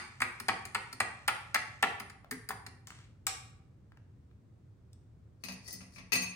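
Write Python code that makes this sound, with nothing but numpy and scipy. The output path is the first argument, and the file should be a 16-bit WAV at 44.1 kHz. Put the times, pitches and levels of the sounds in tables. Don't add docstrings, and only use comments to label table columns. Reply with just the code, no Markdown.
import sys
import numpy as np
from scipy import signal
from scipy.fft import rfft, irfft, next_fast_len
from scipy.io import wavfile

SR = 44100
rng = np.random.default_rng(int(sys.argv[2]) if len(sys.argv) > 2 else 0)


def generate_wav(signal):
    frames = np.transpose(np.atleast_2d(signal))
    scaled = np.clip(frames, -1, 1) * 32767
    pcm = np.round(scaled).astype(np.int16)
    wavfile.write(sys.argv[1], SR, pcm)


N = 280035
LEAD = SR // 5
TIME = np.arange(-LEAD, N) / SR
AGE = np.arange(SR * 3 // 5) / SR
KNOCK_LAG_S = .0027

# t/s, tick/dB, tick treble/dB, knock/dB, knock brightness/dB,
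# rock-back delay/s, rock re knock/dB, thud/dB
STROKES = [(-0.06, -18, -7, -20.5, 9.5, 0.0063, -0.5, -39.5),
           (0.2173, -22.5, -6, -16.5, 8, 0.0065, -24, -44),
           (0.4834, -21, -13, -15.5, 4, .0065, -4.5, -37.5),
           (0.7466, -24, -11.5, -20, 4, 0.0065, -2, -44.5),
           (1.002, -19.5, -13.5, -15.5, 3, 0.0088, -10.5, -44),
           (1.2784, -18, -0.5, -16.5, 5, 0.0061, -2, -45.5), (1.5443, -16.5, -5, -18, 4.5, 0.011, 0.5, -46),
           (1.8254, -20.5, -7, -14, 3, 0.0091, -2, -40.5),
           (2.3103, -26.5, 3.5, -34.5, 5.5, 0.013, -6.5, -38.5),
           (2.4888, -24.5, 6.5, -33.5, 0, 0.014, 5.5, -42)]
# t/s, tick/dB, tick treble/dB, knock/dB
GRAZES = [(0.203, -30, -9, -29), (0.3997, -29, 0, -35.5), (0.6525, -30.5, -3, -43), (0.9275, -33, -3, -41),
          (1.999, -30.5, 1, -33), (2.098, -40.5, -14, -42.5), (2.664, -34.5, -10, -42)]
# t/s, level/dB
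RIM_TAPS = [(2.871, -38), (2.904, -47), (3.2675, -17)]


def from_db(db):
    return 10 ** (np.asarray(db) / 20)


def rms_one(x):
    return x / np.sqrt(np.mean(x ** 2) + 1e-20)


def at_hz(points, hz):
    f, value = np.transpose(points)
    return np.interp(np.log(np.maximum(hz, 1)), np.log(f), value)


def envelope(moves, attack_db_per_s, release_db_per_s):
    return sum(from_db(db - attack_db_per_s * np.maximum(s - TIME, 0)
                       - release_db_per_s * np.maximum(TIME - s - hold_s, 0))
               for s, hold_s, db in moves)


def decay(t60_s):
    return np.exp(-np.log(1000) * AGE / t60_s)


def coloured(x, spectrum):
    size = next_fast_len(x.shape[-1])
    gain = from_db(at_hz(spectrum, np.fft.rfftfreq(size, 1 / SR)))
    return rms_one(irfft(rfft(x, size) * gain, size)[..., :x.shape[-1]])


def crack(spectrum, t60_s):
    burst = coloured(rng.standard_normal(len(AGE)), spectrum) * decay(t60_s)
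    return rms_one(burst) * np.sqrt(np.mean(decay(t60_s) ** 2))


def ring(modes, spread_db, detune, tilt_db_per_oct=0):
    hz, db, t60_s = np.transpose(modes)
    shift, share = rng.uniform(-1, 1, (2, len(hz)))
    hz = hz * (1 + detune * shift)
    gain = from_db(db + tilt_db_per_oct * np.log2(hz) + spread_db * share)
    gain = gain / np.linalg.norm(gain) * np.sign(rng.standard_normal(len(hz)))
    return sum(g * np.sin(2 * np.pi * f * AGE) * decay(d) for g, f, d in zip(gain, hz, t60_s))


def grains(per_s, spread_db, spectrum):
    sizes = from_db(spread_db * np.minimum(rng.exponential(1, len(TIME)), 4))
    slips = sizes * rng.standard_normal(len(TIME))
    return coloured(slips * (rng.random(len(TIME)) < per_s / SR), spectrum)


def add(track, s, sound, rise_s):
    start = LEAD + round(s * SR)
    part = (sound * (1 - np.exp(-AGE / rise_s)))[:max(len(TIME) - start, 0)]
    track[start:start + len(part)] += part


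def tines():
    resonances = [(4500, -13.5), (6600, 2), (7850, -4), (9000, 6.5), (13420, -6)]
    spectrum = [(300, -23), (900, -3.5), (2200, 16.5), (3300, -7), (4600, 15), (6500, -3.5), (8500, 4.5),
                (11200, 2.5), (12700, -10), (15500, -9)]
    modes = [(hz, db, .012) for hz, db in resonances]
    ticks = [(s, db, treble_db) for s, db, treble_db, _ in GRAZES]
    for s, db, treble_db, _, _, rock_s, _, _ in STROKES:
        ticks.append((s, db, treble_db))
        ticks.append((s + KNOCK_LAG_S + rock_s, db - 17.5, treble_db))
    out = np.zeros(len(TIME))
    for s, db, treble_db in ticks:
        tilt_db_per_oct = .66 * (treble_db + 10.5)
        colour = [(hz, d + tilt_db_per_oct * np.log2(max(hz, 5000))) for hz, d in spectrum]
        click = from_db(3) * crack(colour, t60_s=.011)
        tone = from_db(-1.5) * ring(modes, spread_db=2, detune=.04, tilt_db_per_oct=tilt_db_per_oct)
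        add(out, s, from_db(db) * (click + tone), rise_s=.0011)
    return out


def bowl():
    modes = [(778, -7.5, 0.073), (871, -1, 0.034), (1077, -3, 0.012), (1126, -0.5, 0.045),
             (1285, -2, 0.055), (1443, -1, 0.047), (1720, -2, 0.049), (1905, -1, 0.053), (2083, 3, .015)]
    spectrum = [(100, -30), (250, -30.5), (660, -12), (870, -0.5), (1250, -5), (2200, 0.5), (3200, -9.5),
                (4500, -20), (7000, -48.5)]
    knocks = [(s, db, 5.5) for s, _, _, db in GRAZES]   # t/s, level/dB, brightness/dB
    knocks += [(s, db - 11, -.5) for s, db in RIM_TAPS]
    for s, _, _, db, bright_db, rock_s, rock_db, _ in STROKES:
        knocks += [(s, db, bright_db), (s + rock_s, db + rock_db, bright_db)]
    out = np.zeros(len(TIME))
    for s, db, bright_db in knocks:
        tilt_db_per_oct = bright_db - 3.5
        colour = [(hz, d + tilt_db_per_oct * np.log2(np.clip(hz, 700, 2200))) for hz, d in spectrum]
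        clack = from_db(-4.5) * crack(colour, t60_s=.034)
        tone = from_db(-1.5) * ring(modes, spread_db=1.8, detune=.022, tilt_db_per_oct=tilt_db_per_oct)
        add(out, s + KNOCK_LAG_S, from_db(db) * (clack + tone), rise_s=.0006)
    return out


def counter():
    modes = [(107.6, -10.5, 0.15), (186, -1, 0.065), (228, 0, 0.1), (390, -2.5, 0.082)]
    lag_s = .005
    thuds = [(s, db) for s, *_, db in STROKES] + [(s, db - 18) for s, db, *_ in GRAZES]
    out = np.zeros(len(TIME))
    for s, db in thuds:
        add(out, s + lag_s, from_db(db + 2.5) * ring(modes, spread_db=2.6, detune=.12), rise_s=.003)
    return out


def stirring():
    moves = [(0, 1.9, -62), (2.92, 0.11, -59)]
    spectrum = [(300, -23), (900, -8), (2000, -2.5), (3200, -6), (8500, -12.5), (11000, -35.5)]
    gain = from_db(-6.5) * envelope(moves, attack_db_per_s=390.5, release_db_per_s=244.5)
    return gain * grains(per_s=1200, spread_db=1.3, spectrum=spectrum)


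def appliances():
    spectrum = [(15, -39), (50, -10), (112, 2), (150, -8.5), (400, -23), (750, -35), (1400, -40),
                (3000, -49.5), (9000, -55), (12000, -63)]
    mid, side = coloured(rng.standard_normal((2, N)), spectrum)
    highpass = signal.butter(2, 350, "high", fs=SR, output="sos")
    side = .24 * side + .63 * signal.sosfilt(highpass, side)
    return from_db(-57) * (mid + side * [[1], [-1]])


def taps_and_lips():
    contacts = [(2.245, -35, 940), (2.904, -30.5, 1490), (2.92, -39, 1510), (3.92, -41, 1393),
                (3.972, -44, 1456), (4.312, -53.5, 1403), (4.931, -44, 5560)]
    out = np.zeros(len(TIME))
    for s, db, hz in contacts:
        colour = [(hz / 3, -22), (hz * .8, 0), (hz * 1.4, -2), (hz * 2.5, -16), (hz * 8, -32)]
        add(out, s, from_db(db - 5.5) * crack(colour, t60_s=.01), rise_s=.0005)
    return out


def squelches():
    drags = [(2.312, -31.5), (2.505, -35)]
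    hollow_hz = 1840
    colour = [(hollow_hz * 2 ** octaves, db) for octaves, db in [(-.5, -30), (0, 0), (.5, -30)]]
    out = np.zeros(len(TIME))
    for s, db in drags:
        add(out, s, from_db(db) * crack(colour, t60_s=.088), rise_s=.002)
    return out


def rim():
    modes = [(769, 4.5, 0.11), (1142, 1, .2), (2464, -6, 0.19), (4100, -1.5, .2)]
    spectrum = [(450, -31), (850, -4.5), (4000, 1.5), (6500, 2), (8000, 3.5), (10500, -8), (16000, -8.5)]
    bounce_s, bounce_db = .012, -11.5
    out = np.zeros(len(TIME))
    for tap_s, tap_db in RIM_TAPS:
        for s, db in [(tap_s, tap_db), (tap_s + bounce_s, tap_db + bounce_db)]:
            click = from_db(4.5) * crack(spectrum, t60_s=.01)
            tone = from_db(-22.5) * ring(modes, spread_db=.91, detune=0)
            add(out, s, from_db(db) * (click + tone), rise_s=.001)
    return out


def sink():
    landings = [(5.4374, -32.5, 3), (5.485, -33, -0.5), (5.521, -41, 4.5), (5.7272, -37, 12.5),
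                (5.8067, -43, -2.5), (5.9606, -44, -3), (5.9835, -40.5, -3.5), (6.12, -23, 0),
                (6.1304, -20, 3), (6.1547, -23.5, 2), (6.2212, -31.5, 5), (6.268, -46, 3)]
    fork_modes = [(1147, -8, 0.24), (1958, 2.5, 0.082), (2490, 1.5, 0.092), (2560, 7, 0.097),
                  (2586, 2.5, 0.088), (4345, -1, 0.11), (4635, 1, 0.062), (6340, 1.5, 0.13),
                  (8836, -7, 0.16), (14500, -13.5, 0.14)]
    basin_modes = [(114, -5, 0.23), (185.4, 11, 0.25), (251.7, -2, 0.28)]
    spectrum = [(150, -18), (700, 0), (1500, -1), (2400, 8), (3300, -5), (4700, 5), (5700, 0.5),
                (7900, -12.5), (9700, -3), (11300, -13), (14700, -13), (16000, -29)]
    let_go_s, bounce_s, loss_db, contacts = 6.1, .0068, 3.5, 4
    jitters = rng.uniform(-.25, .25, (len(landings), contacts))
    jitters[:, 0] = 0
    out = np.zeros(len(TIME))
    for (s, db, tilt_db_per_oct), jitter in zip(landings, jitters):
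        colour = [(hz, d + tilt_db_per_oct * np.log2(max(hz, 2000))) for hz, d in spectrum]
        for k in range(contacts):
            free = s > let_go_s and k == 0
            t60_share, detune = (1, .002) if free else (.25, .025)
            modes = [(hz, d, t60_s * t60_share) for hz, d, t60_s in fork_modes]
            click = from_db(-5) * crack(colour, t60_s=.015)
            tone = from_db(-7) * ring(modes, spread_db=3, detune=detune, tilt_db_per_oct=tilt_db_per_oct)
            clang = from_db(db - loss_db * k) * (click + tone)
            add(out, s + bounce_s * (k + jitter[k]), clang, rise_s=.0008)
    for s, db, _ in landings:
        boom = ring(basin_modes, spread_db=1.7, detune=.014)
        add(out, s, from_db(-34.5 + .59 * db) * boom, rise_s=.004)
    return out


def scrape():
    slides = [(5.47, 0.034, -63), (5.678, 0.059, -54), (5.94, 0.037, -67.5)]
    spectrum = [(1000, 3), (3400, 0), (5000, 16), (8000, 5), (10000, 13.5), (12000, -8), (14000, 0),
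                (16000, -10)]
    tip_modes = [(1950, 0), (4480, 3), (5330, 3.5), (6140, 2), (7500, -22), (8960, -6)]
    glide = [(5.67, 4557), (5.76, 5660)]

    def squeal(hz):
        flutter, waver = coloured(rng.standard_normal((2, len(TIME))), [(50, 0), (400, -50)])
        return flutter * np.sin(2 * np.pi * np.cumsum(hz * (1 + .008 * waver)) / SR)

    resonances = rms_one(sum(from_db(db) * squeal(hz) for hz, db in tip_modes))
    squeak = squeal(np.interp(TIME, *np.transpose(glide)))
    grit = grains(per_s=900, spread_db=2.5, spectrum=spectrum)
    rub = from_db(-3) * grit + from_db(-5) * resonances + from_db(-8) * squeak
    return envelope(slides, attack_db_per_s=460, release_db_per_s=350) * rub


def kitchen(build_s):
    spectrum = [(200, 15.5), (380, 11.5), (900, 0.5), (4000, 2), (8500, 2), (11000, 1)]
    decay_times = [(150, 0.14), (600, 0.67), (2000, 0.62), (4500, 0.46), (9000, 0.43), (13000, 0.069)]
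    edges_hz = np.geomspace(60, 18000, 13)
    tail = 0
    for low, high in zip(edges_hz, edges_hz[1:]):
        hz = np.sqrt(low * high)
        bandpass = signal.butter(2, [low, high], "band", fs=SR, output="sos")
        mid, side = signal.sosfilt(bandpass, rng.standard_normal((2, len(AGE))))
        coherence = 1 / (1 + (hz / 650) ** 2)
        pair = np.sqrt(1 + coherence) * mid + np.sqrt(1 - coherence) * side * [[1], [-1]]
        tail = tail + pair * from_db(at_hz(spectrum, hz)) * decay(at_hz(decay_times, hz))
    return rms_one(tail * (1 - np.exp(-AGE / build_s)) ** 2) / np.sqrt(len(AGE))


def placed(x, room, lag_ms, left_db, echo_db, room_db):
    echoes = [(.0031, -6), (.0074, -13.5), (.0118, -15.5), (.021, -16.5)]
    size = next_fast_len(len(TIME) + len(AGE))
    phase_per_s = -2j * np.pi * np.fft.rfftfreq(size, 1 / SR)
    sides = np.array([[-.5], [.5]])
    path = from_db(-sides * left_db) * np.exp(phase_per_s * sides * lag_ms / 1000)
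    for k, (s, db) in enumerate(echoes):
        delay_s = s + sides * .00026 * (-1) ** k
        path += from_db(db + echo_db) * np.exp(phase_per_s * delay_s)
    path += from_db(room_db) * rfft(room, size)
    return irfft(rfft(x, size) * path, size)[:, LEAD:LEAD + N]


def scene():
    room = kitchen(build_s=.0012)
    sauce = stirring()
    mix = placed(tines(), room, lag_ms=.14, left_db=-.5, echo_db=2, room_db=-6)
    mix += placed(rim(), room, lag_ms=.13, left_db=5, echo_db=-4, room_db=-1.5)
    mix += placed(bowl() + counter(), room, lag_ms=.1, left_db=2, echo_db=-11, room_db=-7)
    soft = sauce + taps_and_lips() + squelches()
    mix += placed(soft, room, lag_ms=.13, left_db=3, echo_db=-8, room_db=-6.5)
    mix += placed(scrape() + sink(), room, lag_ms=.17, left_db=17, echo_db=5.5, room_db=3)
    return mix + appliances()


def record(dry):
    lag_cycles = [(9800, 0.74), (11200, .5), (12400, 0.22), (13300, 0.28), (14500, 0.071)]
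    join_hz, fade_hz, cutoff_hz = 9000, 1400, 16100
    size = next_fast_len(N + LEAD)
    hz = np.fft.rfftfreq(size, 1 / SR)
    left, right = rfft(dry, size)
    blend_rad = np.clip((hz - join_hz) / fade_hz, 0, 1) * np.pi / 2
    late_left = left * np.exp(-2j * np.pi * at_hz(lag_cycles, hz))
    right = np.cos(blend_rad) * right + np.sin(blend_rad) * late_left
    pair = irfft(np.array([left, right]), size)[:, :N]
    return signal.sosfilt(signal.ellip(10, .1, 80, cutoff_hz, fs=SR, output="sos"), pair)


dry = scene()
out = record(dry)
generate_wav(out)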